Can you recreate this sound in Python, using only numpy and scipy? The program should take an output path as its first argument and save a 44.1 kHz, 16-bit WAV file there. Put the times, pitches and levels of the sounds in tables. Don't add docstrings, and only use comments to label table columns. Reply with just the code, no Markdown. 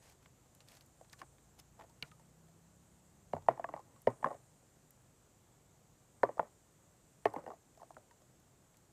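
import sys
import numpy as np
from scipy import signal
from scipy.fft import rfft, irfft
from scipy.io import wavfile
from scipy.ndimage import uniform_filter1d

SR = 44100
rng = np.random.default_rng(int(sys.argv[2]) if len(sys.argv) > 2 else 0)


def amplitude_ratio(level_db):
    exponent = np.asarray(level_db, float) / 20
    return 10 ** exponent


def bounce(signal):
    frames = np.transpose(np.atleast_2d(signal))
    limited = np.clip(frames, -1, 1)
    pcm = np.round(limited * 32767).astype(np.int16)
    wavfile.write(sys.argv[1], SR, pcm)


N = 393372

# frequency in Hz, level in dB per Hz.
AIR_SPECTRUM = [(45, -10.5), (82, -10), (120, -4.5), (200, -11.5), (700, -17.5), (2400, -30), (14000, -35),
                (16000, -46)]
# time in seconds, level of the highest singers in dB.
INSECT_LEVELS = [(0.0, -79.5), (0.25, -91.5), (0.69, -84.5), (1.24, -76.5), (1.64, -89.5), (2.13, -80),
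                 (2.4, -89.5), (2.8, -81.5), (3.72, -88), (4.2, -74), (4.819, -84), (5.86, -90.5),
                 (6.2, -81), (6.73, -85), (7.3, -79), (7.55, -87), (7.9, -79.5), (8.3, -89)]
# centre in Hz, width in Hz, level in dB.
MAIN_CHORUS = [(6550, 720, -4), (7540, 720, 0.5)]
# centre in Hz, width in Hz, level in dB.
HIGH_CHORUS = [(8784, 590, 0)]
# time in seconds, firing rate in Hz, level in dB.
ENGINE_COURSE = [
    (0, 25.06, -74.5),
    (.7, 26.3, -76.5),
    (1.12, 26.8, -70),
    (1.801, 29.11, -70),
    (2.401, 32.37, -69),
    (3.2, 34.75, -71.5),
    (3.35, 24.9, -67),
    (4.0, 24.6, -71),
    (4.6, 24.71, -74.5),
    (8.92, 24.6, -81.5),
]
# multiple of firing rate, level pulling in dB, level coasting in dB.
ENGINE_ORDERS = [(2, -4.5, -5.5), (3, -4, -14.5), (4, -4, -2.5), (5, 0.5, -0.5), (6, -8.5, -2.5),
                 (7, -11.5, -15)]
# start in seconds, length in seconds, level in dB.
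RAKE_STROKES = [
    (.025, .1, -72.5),
    (.225, .04, -80.5),
    (.61, 0.0067, -74),
    (.68, 0.1, -72),
    (.815, .006, -77),
    (1.128, 0.0063, -69),
    (1.19, 0.016, -70),
    (1.592, 0.0052, -66),
    (2.05, 0.04, -76),
]
# frequency in Hz, level in dB per Hz.
GRIT_SPECTRUM = [(330, -9), (676, -1), (1290, -9), (1990, -8), (3420, -14.5), (6630, -12.5), (12100, -23),
                 (16000, -28)]
# time in seconds, peak in dB, ring in Hz, top above 8 kHz in dB.
CHARCOAL_SNAPS = [(0.0984, -57.5, 4030, -61), (0.124, -55.5, 6700, -75), (0.228, -60, 1960, -72.5),
                  (0.2583, -53.5, 2170, -81), (0.26, -55, 1090, -85), (0.5496, -54.5, 7800, -58),
                  (0.605, -49, 4530, -82), (0.6856, -48, 4800, -60), (0.718, -54, 2760, -60),
                  (0.809, -49.5, 4500, -62), (0.862, -63, 7240, -63), (1.047, -59, 1770, -81),
                  (1.0977, -53.5, 4160, -75), (1.1296, -43.5, 4630, -72), (1.1925, -50.5, 4280, -77),
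                  (1.2186, -56, 1880, -83), (1.3832, -58, 2100, -77), (1.589, -56, 5775, -64),
                  (1.598, -47, 5270, -55), (1.797, -55.5, 2300, -80), (1.812, -55, 1990, -72),
                  (1.82, -57, 2380, -80), (2.0256, -35.5, 2300, -53.5), (2.1146, -54.5, 2630, -78),
                  (4.018, -72, 7500, -57), (4.9068, -65.5, 1786, -53), (5.0192, -68, 2750, -70),
                  (1.2163, -50.5, 4970, -78), (7.748, -66, 2400, -75), (7.945, -62, 2500, -75),
                  (.703, -57, 3000, -66), (0.751, -58, 4300, -60), (.77, -55, 4500, -70),
                  (0.821, -62, 4800, -70), (1.046, -63, 4220, -88), (1.2, -58, 4000, -78),
                  (7.2555, -60, 6500, -52), (7.337, -56, 4000, -59), (4.2692, -53, 2420, -77),
                  (7.265, -48, 2050, -80), (8.4, -68, 6770, -67), (8.743, -62.5, 1990, -76),
                  (8.77, -58, 7030, -67)]
# mode in Hz, level in dB, t60 in seconds.
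STICK_MODES = [(700, -20, 0.082), (1430, -16, 0.11), (2296, 3.5, 0.028), (2840, 4, 0.024),
               (4120, 4.5, 0.017), (4200, -19, 0.03), (4530, 1, 0.019), (5400, -32.5, 0.039)]

# mode in Hz, level in dB, t60 in seconds.
BODY_MODES = [(256, -17.5, .06), (332.8, -16.5, 0.095), (435.7, -9, 0.043), (559, -4.5, 0.0454),
              (662, -2.5, .03), (826, -6, 0.04), (1040, -5.5, 0.047), (1250, -9.5, 0.014)]
# mode in Hz, level in dB, t60 in seconds.
WALL_MODES = [(1500, -0.5, 0.033), (1859, 7.5, .02), (2280, -2.5, .018), (2870, -8, 0.018)]
# frequency in Hz, level in dB per Hz.
WOOD_SPECTRUM = [(90, -26), (250, -2.5), (700, -2), (1100, -6.5), (1400, -16), (2000, -17.5), (2700, -30),
                 (5000, -44.5)]
# time in seconds, peak in dB, bright rings in dB, shell tick in dB, arrival spread in seconds.
LANDINGS = [
    (3.333, -22.5, -21.5, -51, 0.0021),
    (3.485, -10, -18, -57.5, 0.0016),
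    (3.643, -27.5, -8, -57, 0.0014),
    (4.0715, -12.5, -20.5, -46.5, 0.0025),
    (4.2438, -18, -14, -48.5, 0.0013),
    (6.233, -14, -14, -49, .0011),
    (6.3952, -18, -18.5, -55.5, .0007),
    (7.2552, -14.5, -12.5, -41, .0015),
    (7.362, -30, -15, -57, 0.0013),
]
# mode in Hz, level in dB, t60 in seconds.
EARLY_SPOTS = [
    [(239, -10.5, 0.072), (385, -12, 0.056), (561, 3.5, 0.027), (728, -1, 0.037), (942, -4.5, 0.031),
     (1250, -17, 0.013)],
    [(390, -22, .07), (470, -14, 0.04), (666, -0.5, 0.032), (930, 1, 0.015), (1128, -16, 0.026),
     (1220, -14.5, 0.013)],
    [(504, 6, 0.013), (670, 3, 0.049), (943, 9, 0.016), (1147, -2.5, 0.059)],
    [(249, -15.5, 0.064), (407, -7, 0.045), (548, -1.5, 0.041), (602, 4, 0.026), (920, -11, 0.064),
     (1040, -25.5, 0.13)],
    [(239, -16.5, 0.074), (748, -9, 0.027), (1046, 4.5, 0.023), (1277, -4, 0.017), (1573, -18.5, 0.037)],
]
# mode in Hz, level in dB, t60 in seconds.
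LATER_SPOTS = [
    [(251, -22.5, 0.071), (401.6, -4.5, 0.057), (556, 3.5, 0.038), (683, -1, 0.052), (952, -1, 0.032),
     (1160, -22.5, 0.14), (1486, -13, 0.018)],
    [(457, -6, 0.03), (700, 3, 0.026), (860, 9.5, 0.017), (1082, 2, 0.019), (1440, -16.5, 0.024)],
    [(240, -30, 0.015), (422.5, -2, 0.057), (676, 2, 0.034), (888, -9.5, 0.055), (1080, -12.5, 0.058)],
    [(280, -2.5, 0.047), (503, -8, 0.069), (834, 5, 0.018), (1070, -9, 0.059)],
]
# mode in Hz, level in dB, t60 in seconds.
SPOT_WALLS = [
    [(1794, 2, 0.019), (2120, 3, 0.02), (2880, -3, 0.015), (4280, -9, 0.011)],
    [(1400, -0.5, .025), (1900, 2, 0.027), (2920, -19, 0.014), (4405, -27, 0.012)],
    [(1400, -8, 0.018), (1700, 5, 0.012), (2600, -18, .012), (2900, -20, 0.014)],
    [(1870, 2.5, .018), (2100, -4.5, 0.025), (2880, -11.5, 0.018), (4960, -21.5, .009)],
    [(1700, -2, .016), (3010, -24, 0.016), (4110, -31, 0.011)],
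    [(1530, -1.5, 0.0195), (1740, 0.5, .025), (2300, -9, .012), (4070, -26, 0.02), (5150, -22.5, 0.012)],
    [(1500, -5.5, .025), (1810, 9, 0.0082), (3150, -16, 0.012), (4050, -30, .01)],
    [(1810, 2.5, 0.018), (2100, -11, 0.042), (2580, -7, 0.018), (3000, -8, .014), (4500, -18, 0.0091)],
    [(1320, -7, 0.018), (1750, 1, .02), (2080, 5, 0.018)],
]
# time in seconds, peak in dB, strongest ring in Hz, bright rings in
# dB.
NUT_BOUNCES = [(3.35, -40.5, 643, -25), (3.365, -32.5, 623, -20), (3.379, -46, 740, -28),
               (3.422, -58.5, 912, -15), (3.51, -34, 686, -21.5), (3.521, -51, 557, -22.5),
               (3.574, -41.5, 865, -16), (3.595, -30, 675, -26), (3.689, -34.5, 700, -19),
               (3.738, -29.5, 618, -15.5), (3.763, -39, 880, -20), (3.774, -43, 1060, -19),
               (3.792, -44.5, 820, -21), (3.8, -51.5, 1040, -24), (3.464, -57, 900, -19.5),
               (3.961, -60, 1105, -3), (4.082, -35, 543, -22), (4.101, -42.5, 447, -35),
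               (4.227, -33, 860, -21), (4.259, -26.5, 700, -19.5), (4.269, -30, 507, -14.5),
               (4.285, -39.5, 625, -17), (4.304, -35.5, 705, -19), (4.312, -34.5, 964, -22),
               (4.327, -41, 666, -22), (4.344, -46, 690, -12),
               (6.25, -32.5, 969, -25), (6.4029, -38, 720, -24), (7.392, -46, 487, -26),
                 (7.807, -57, 790, -20), (7.914, -59, 900, -22), (7.981, -53.5, 613, -22),
                 (6.29, -32, 600, -22), (6.371, -42.5, 630, -25), (6.3791, -39, 665, -34),
                 (6.428, -38.5, 670.5, -24), (7.268, -30, 450, -12), (7.28, -51, 420, -24),
                 (7.3, -59, 700, -15), (7.338, -33, 860, -22), (7.384, -39.5, 690, -26),
                 (7.439, -48, 503, -21), (7.463, -37.5, 662, -12), (7.476, -36, 810, -20),
                 (7.484, -41.5, 507, -18), (7.503, -36, 654, -20), (7.516, -41, 673, -28),
                 (7.534, -47, 673, -25), (7.774, -54, 650, -20), (7.797, -56, 917, -18),
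                 (7.815, -43.5, 736, -21), (7.83, -44.5, 676, -23), (7.905, -43.5, 640, -19),
                 (7.967, -43, 643, -28), (8.11, -57.5, 947, -1), (8.218, -59, 608, -13)]
# time in seconds, peak in dB, strongest ring in Hz, bright rings in dB.
STICK_BRUSHES = [(1.011, -46.5, 672, -19), (1.134, -58.5, 1140, 8), (1.216, -40, 1082, -6.5),
                 (1.791, -51, 930, -20), (1.797, -47, 890, -19), (1.82, -58, 870, 0),
                 (1.809, -48.5, 830, -8), (1.837, -52, 700, -16), (1.895, -65, 930, -14),
                 (2.117, -56, 1240, -6), (2.196, -59.5, 896, -9), (2.485, -62, 684, -8)]
FIRM_TIMES_S = [3.365, 3.574, 3.595, 3.689, 3.738, 3.763, 3.774, 4.227, 4.259, 6.29, 6.428, 7.339, 7.463,
                7.476, 7.905, 7.968]
# mode in Hz, level in dB, t60 in seconds.
FIRM_SPOTS = [
    [(425, -7, .03), (650, 1, 0.041), (887, -7, 0.044)],
    [(705, -1, .03), (870, 1, 0.035), (1061, -9, .025)],
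    [(492, -3.5, 0.033), (672, 1, 0.038), (1039, -5.5, 0.027)],
    [(684, 3, .03), (824, -5, 0.026), (1070, -1.5, 0.028)],
    [(620, 3, 0.022), (910, -6, 0.03), (1170, -17, 0.045)],
    [(673, -5, .02), (880, -3, .025), (1110, -9, 0.027)],
    [(700, -2, 0.033), (865, -1, .025), (1082, 0, 0.057)],
    [(495, -4.5, .03), (711, -4, .03), (870, -2, 0.034)],
    [(562, -5, .035), (694, -2.5, .03), (845, 1, 0.018), (1140, -10, 0.024)],
    [(599, -1.5, 0.046), (872, -13.5, .02)],
    [(592, 1.5, .03), (829, -6.5, .02)],
    [(467, -11, .035), (705, -1, 0.026), (860, 3, .03), (1087, -10, .02)],
    [(475, -1, 0.048), (640, -3, .03), (814, 0, 0.037), (1082, -11, 0.018)],
    [(565, -1, 0.032), (694, -2, 0.024), (800, 0, .03)],
    [(700, 2, 0.025), (923, -2.4, .018), (1240, -15, .012)],
    [(643, -2, 0.032), (900, -6, .018), (1300, -18, 0.01)],
]
# time in seconds, peak in dB, frequency in Hz, t60 in seconds.
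GROUND_THUDS = [
    (3.338, -43.5, 94, 0.27),
    (3.335, -40, 155, 0.15),
    (3.493, -40, 132, .15),
    (3.738, -42, 160, 0.058),
    (4.073, -33.5, 118.6, 0.15),
    (4.251, -33, 158, 0.056),
    (6.235, -46, 124, 0.22),
    (6.4, -42.5, 166, 0.085),
    (7.26, -41, 112, 0.13),
    (7.37, -48, 163.4, 0.12),
]
# start in seconds, length in seconds, level in dB.
STICK_SCUFFS = [
    (1.222, 0.012, -56.5),
    (1.795, 0.034, -62),
    (1.843, .005, -65),
]
# start in seconds, length in seconds, level in dB.
NUT_ROLLS = [(3.34, 0.11, -75), (3.53, 0.24, -63.5), (3.87, 0.093, -71), (4.08, 0.082, -73.5),
             (4.25, 0.091, -57.5), (6.26, 0.056, -60.5), (6.405, 0.067, -65), (7.29, 0.081, -65),
             (7.37, 0.015, -54), (7.45, 0.097, -72), (7.76, 0.26, -82)]

STROKE_RISE_DB_PER_S, STROKE_FALL_DB_PER_S = 1200, 1100
USUAL_BOUNCE_DB = -41


def evened(x):
    return x / np.sqrt(np.mean(x ** 2) + 1e-20)


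def peaked(x):
    return x / np.abs(x).max()


def read(points, hz):
    f, value = np.transpose(points)
    return np.interp(np.log(hz + 1), np.log(f + 1), value)


def add(mix, s, sound):
    part = mix[round(s * SR):][:len(sound)]
    fade = np.minimum(np.linspace(4, 0, len(sound)), 1)
    part += (sound * fade)[:len(part)]


def coloured(x, db_of):
    size = x.shape[-1]
    return irfft(rfft(x) * amplitude_ratio(db_of(np.fft.rfftfreq(size, 1 / SR))), size)


def slopes(hz, below_db, above_db):
    def db_of(f):
        octaves = np.log2((f + 1) / hz)
        return np.minimum(below_db * octaves, -above_db * octaves)
    return db_of


def ring(t, hz, db, t60, cycles, glide=0.):
    turns = hz * (t + glide * 0.0014 * (1 - np.exp(-t / 0.00096)))
    swell = (1 - np.exp(-t * hz / cycles)) ** 2
    return amplitude_ratio(db - 60 * t / t60) * swell * np.sin(2 * np.pi * turns)


def strokes(rows, rise, fall):
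    t = np.arange(0, N + 32, 32) / SR
    gain = 0
    for s, length, db in rows:
        before, after = np.maximum(s - t, 0), np.maximum(t - s - length, 0)
        gain = gain + amplitude_ratio(db - rise * before - fall * after)
    return np.interp(np.arange(N) / SR, t, gain)


def impulses(rate_hz, spread_db):
    size = amplitude_ratio(spread_db * np.minimum(rng.exponential(1, N), 4))
    return size * (rng.random(N) < rate_hz / SR) * rng.choice([-1, 1], N)


def patchy(db_of, patchy_db, size):
    frames, hz = N // 256 + 5, np.fft.rfftfreq(1024, 1 / SR)
    a, b, patches = rng.standard_normal((frames, 513, 3)).T
    patches = uniform_filter1d(patches, size=size, axis=0)
    patches = evened(uniform_filter1d(patches, size=12, axis=1))
    z = (a + 1j * b) * amplitude_ratio(db_of(hz)[:, None] + patchy_db * patches)
    return evened(signal.istft(z, nperseg=1024, noverlap=768)[1][:N])


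def air():
    return amplitude_ratio(-68.5) * patchy(lambda hz: read(AIR_SPECTRUM, hz), patchy_db=.6, size=10)


def insects(level_db, chorus):
    def bands(hz):
        power = sum(amplitude_ratio(db) ** 2 * np.exp(-((hz - f) / w) ** 2) for f, w, db in chorus)
        return 10 * np.log10(power + 1e-9)
    return amplitude_ratio(level_db - 2.0) * patchy(bands, patchy_db=2.0, size=5)


def engine():
    coast_s, waver_db = 3.28, 3.5
    s, hz, db = np.transpose(ENGINE_COURSE)
    t = np.arange(N) / SR
    turns = np.cumsum(np.interp(t, s, hz)) / SR
    wavers = np.clip(rng.standard_normal((len(ENGINE_ORDERS), 40)), -1.2, 1.2)
    orders = np.zeros(N)
    for (k, pull_db, coast_db), w in zip(ENGINE_ORDERS, wavers):
        waver = waver_db * np.interp(t, np.linspace(0, t[-1], len(w)), w)
        order_db = np.where(t < coast_s, pull_db, coast_db) + waver
        orders += amplitude_ratio(order_db) * np.cos(2 * np.pi * (k * turns + w[0]))
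    fade = np.clip((s[-1] - t) / 0.2, 0, 1)
    return amplitude_ratio(np.interp(t, s, db) + 1.5) * fade * evened(orders)


def raking():
    grains = impulses(rate_hz=6000, spread_db=3.5)
    sound = coloured(grains, lambda f: read(GRIT_SPECTRUM, f) + 1.3 * np.log2(f / 4000 + 0.11))
    in_band = coloured(sound, lambda f: -100 * ((f < 2000) | (f > 6000)))
    return strokes(RAKE_STROKES, STROKE_RISE_DB_PER_S, STROKE_FALL_DB_PER_S) * sound / in_band.std()


def charcoal():
    out, t = np.zeros(N), np.arange(2048) / SR
    hiss = rng.standard_normal((len(CHARCOAL_SNAPS), 2, len(t)))
    for (s, db, hz, top_db), (a, b) in zip(CHARCOAL_SNAPS, hiss):
        t60 = 0.016 + 16 / hz
        crack = coloured(a * amplitude_ratio(-60 * t / t60), slopes(hz, below_db=8.0, above_db=12.5))
        ping = .4 * ring(t, hz, 0, .7 * t60, cycles=.4)
        spit = coloured(b * amplitude_ratio(-60 * t / 0.015), slopes(11800, below_db=12.0, above_db=24.0))
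        add(out, s, amplitude_ratio(db) * peaked(peaked(crack) + ping) + amplitude_ratio(top_db + 5.0) * peaked(spit))
    return out


def stick_drop():
    out, t = np.zeros(N), np.arange(2048) / SR
    wood = sum(ring(t, hz, db, 0.59 * t60, cycles=1.0) for hz, db, t60 in STICK_MODES)
    hiss = rng.standard_normal(len(t)) * amplitude_ratio(-60 * t / 0.11)
    dust = coloured(hiss, slopes(2200, below_db=-1.5, above_db=29.0))
    ground = ring(t - .004, 152, -11, 0.039, cycles=0.28) * (t > .004)
    add(out, 2.0252, amplitude_ratio(-29) * (peaked(wood) + amplitude_ratio(-14) * peaked(dust) + ground))
    return out


def wood_db(hz):
    lift_db, width = 4.5, 0.038
    lift = sum(np.exp(-((hz / f - 1) / width) ** 2) for f, _, _ in BODY_MODES + WALL_MODES)
    return read(WOOD_SPECTRUM, hz) + lift_db * lift


def late(t, hz, spread_s):
    return np.maximum(t - spread_s * (700 / hz) ** .9, 0)


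def contacts():
    knocks = []
    for row, spot, walls in zip(LANDINGS, EARLY_SPOTS + LATER_SPOTS, SPOT_WALLS):
        knocks.append((*row, spot, walls, False))
    for s, db, hz, bright_db in NUT_BOUNCES + STICK_BRUSHES:
        t60 = 0.036 / amplitude_ratio(0.5 * (db - USUAL_BOUNCE_DB))
        spot = [(hz, 0, t60)]
        for firm_s, firm_spot in zip(FIRM_TIMES_S, FIRM_SPOTS):
            if abs(firm_s - s) < .004:
                spot = firm_spot
                break
        knocks.append((s, db, bright_db, -61.5, .0019, spot, WALL_MODES, True))
    return knocks


def body_ring(t, spread_s, spot, loose, vary, shift):
    modes = list(spot)
    if loose:
        own_db = -5.5 * (len(spot) > 1)
        for (f, db, t60), v, u in zip(BODY_MODES, vary, shift):
            far_db = own_db - 6.0 * abs(np.log2(f / spot[0][0]))
            modes.append((f * (1 + 0.059 * u), db + far_db + 5.5 * v, t60))
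    return sum(ring(late(t, f, spread_s), f, db, .85 * t60, cycles=0.45, glide=0.15) for f, db, t60 in modes)


def wall_ring(t, spread_s, walls, loose, vary, shift):
    out = 0
    for (f, db, t60), v, u in zip(walls, vary[::-1], shift[::-1]):
        hz = f * (1 + loose * 0.033 * u)
        out = out + ring(late(t, f, spread_s), hz, db + loose * 2.0 * v, t60, cycles=0.47)
    return out


def trough():
    out, t, knocks = np.zeros(N), np.arange(SR // 5) / SR, contacts()
    luck = rng.standard_normal((len(knocks), 2, len(BODY_MODES) + len(WALL_MODES)))
    hiss = rng.standard_normal((len(knocks), 2, len(t)))
    hums = evened(coloured(hiss[:, 0], wood_db)) * amplitude_ratio(-21.5 - 60 * t / 0.16) * (1 - np.exp(-t / 0.014))
    touched = t > .002
    for knock, (vary, shift), (a, b), hum in zip(knocks, luck, hiss, hums):
        s, db, bright_db, tick_db, spread_s, spot, walls, loose = knock
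        body = body_ring(t, spread_s, spot, loose, vary, shift)
        wall = wall_ring(t, spread_s, walls, loose, vary, shift)
        tick = coloured(b * touched * amplitude_ratio(-60 * t / 0.016), slopes(5100, below_db=8.0, above_db=8.5))
        clack = coloured(a * touched * amplitude_ratio(-60 * t / .008), slopes(1800, below_db=3.5, above_db=19.0))
        bright = peaked(wall) + amplitude_ratio(-7) * peaked(clack)
        after = amplitude_ratio(-0.1136 * (db - USUAL_BOUNCE_DB)) * hum
        sound = amplitude_ratio(db) * (peaked(body) + amplitude_ratio(bright_db) * bright + after)
        add(out, s - .0011, sound + amplitude_ratio(tick_db) * peaked(tick))
    for s, db, hz, t60 in GROUND_THUDS:
        add(out, s, ring(t, hz, db, t60, cycles=0.6))
    return out


def rolling():
    rough = impulses(rate_hz=500, spread_db=4.0) + 0.29 * rng.standard_normal(N)
    roll = evened(coloured(rough, wood_db))
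    scuff = evened(coloured(rough, slopes(710, below_db=6.0, above_db=13.5)))
    scuffs = strokes(STICK_SCUFFS, STROKE_RISE_DB_PER_S, STROKE_FALL_DB_PER_S) * scuff
    return strokes(NUT_ROLLS, rise=299.5, fall=296) * roll + scuffs


def scene():
    high_db = np.interp(np.arange(N) / SR, *np.transpose(INSECT_LEVELS))
    main_db = -74.5 + 0.14 * (high_db - high_db.mean())
    bush = air() + insects(main_db, MAIN_CHORUS) + insects(high_db, HIGH_CHORUS) + engine()
    fire = raking() + charcoal() + stick_drop()
    return (bush + fire + trough() + rolling())[None]


def band_limit(x):
    return signal.sosfilt(signal.butter(12, 16130, fs=SR, output="sos"), x)


def record(dry):
    def chain_db(hz):
        shelf_db = -14 / (1 + np.exp((15150 - hz) / 120))
        bass_cut_db = 10 * np.log10(1 + (37.8 / (hz + 1)) ** 6)
        return shelf_db - bass_cut_db
    return band_limit(coloured(dry[0], chain_db)[None])


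dry = scene()
out = record(dry)
bounce(out)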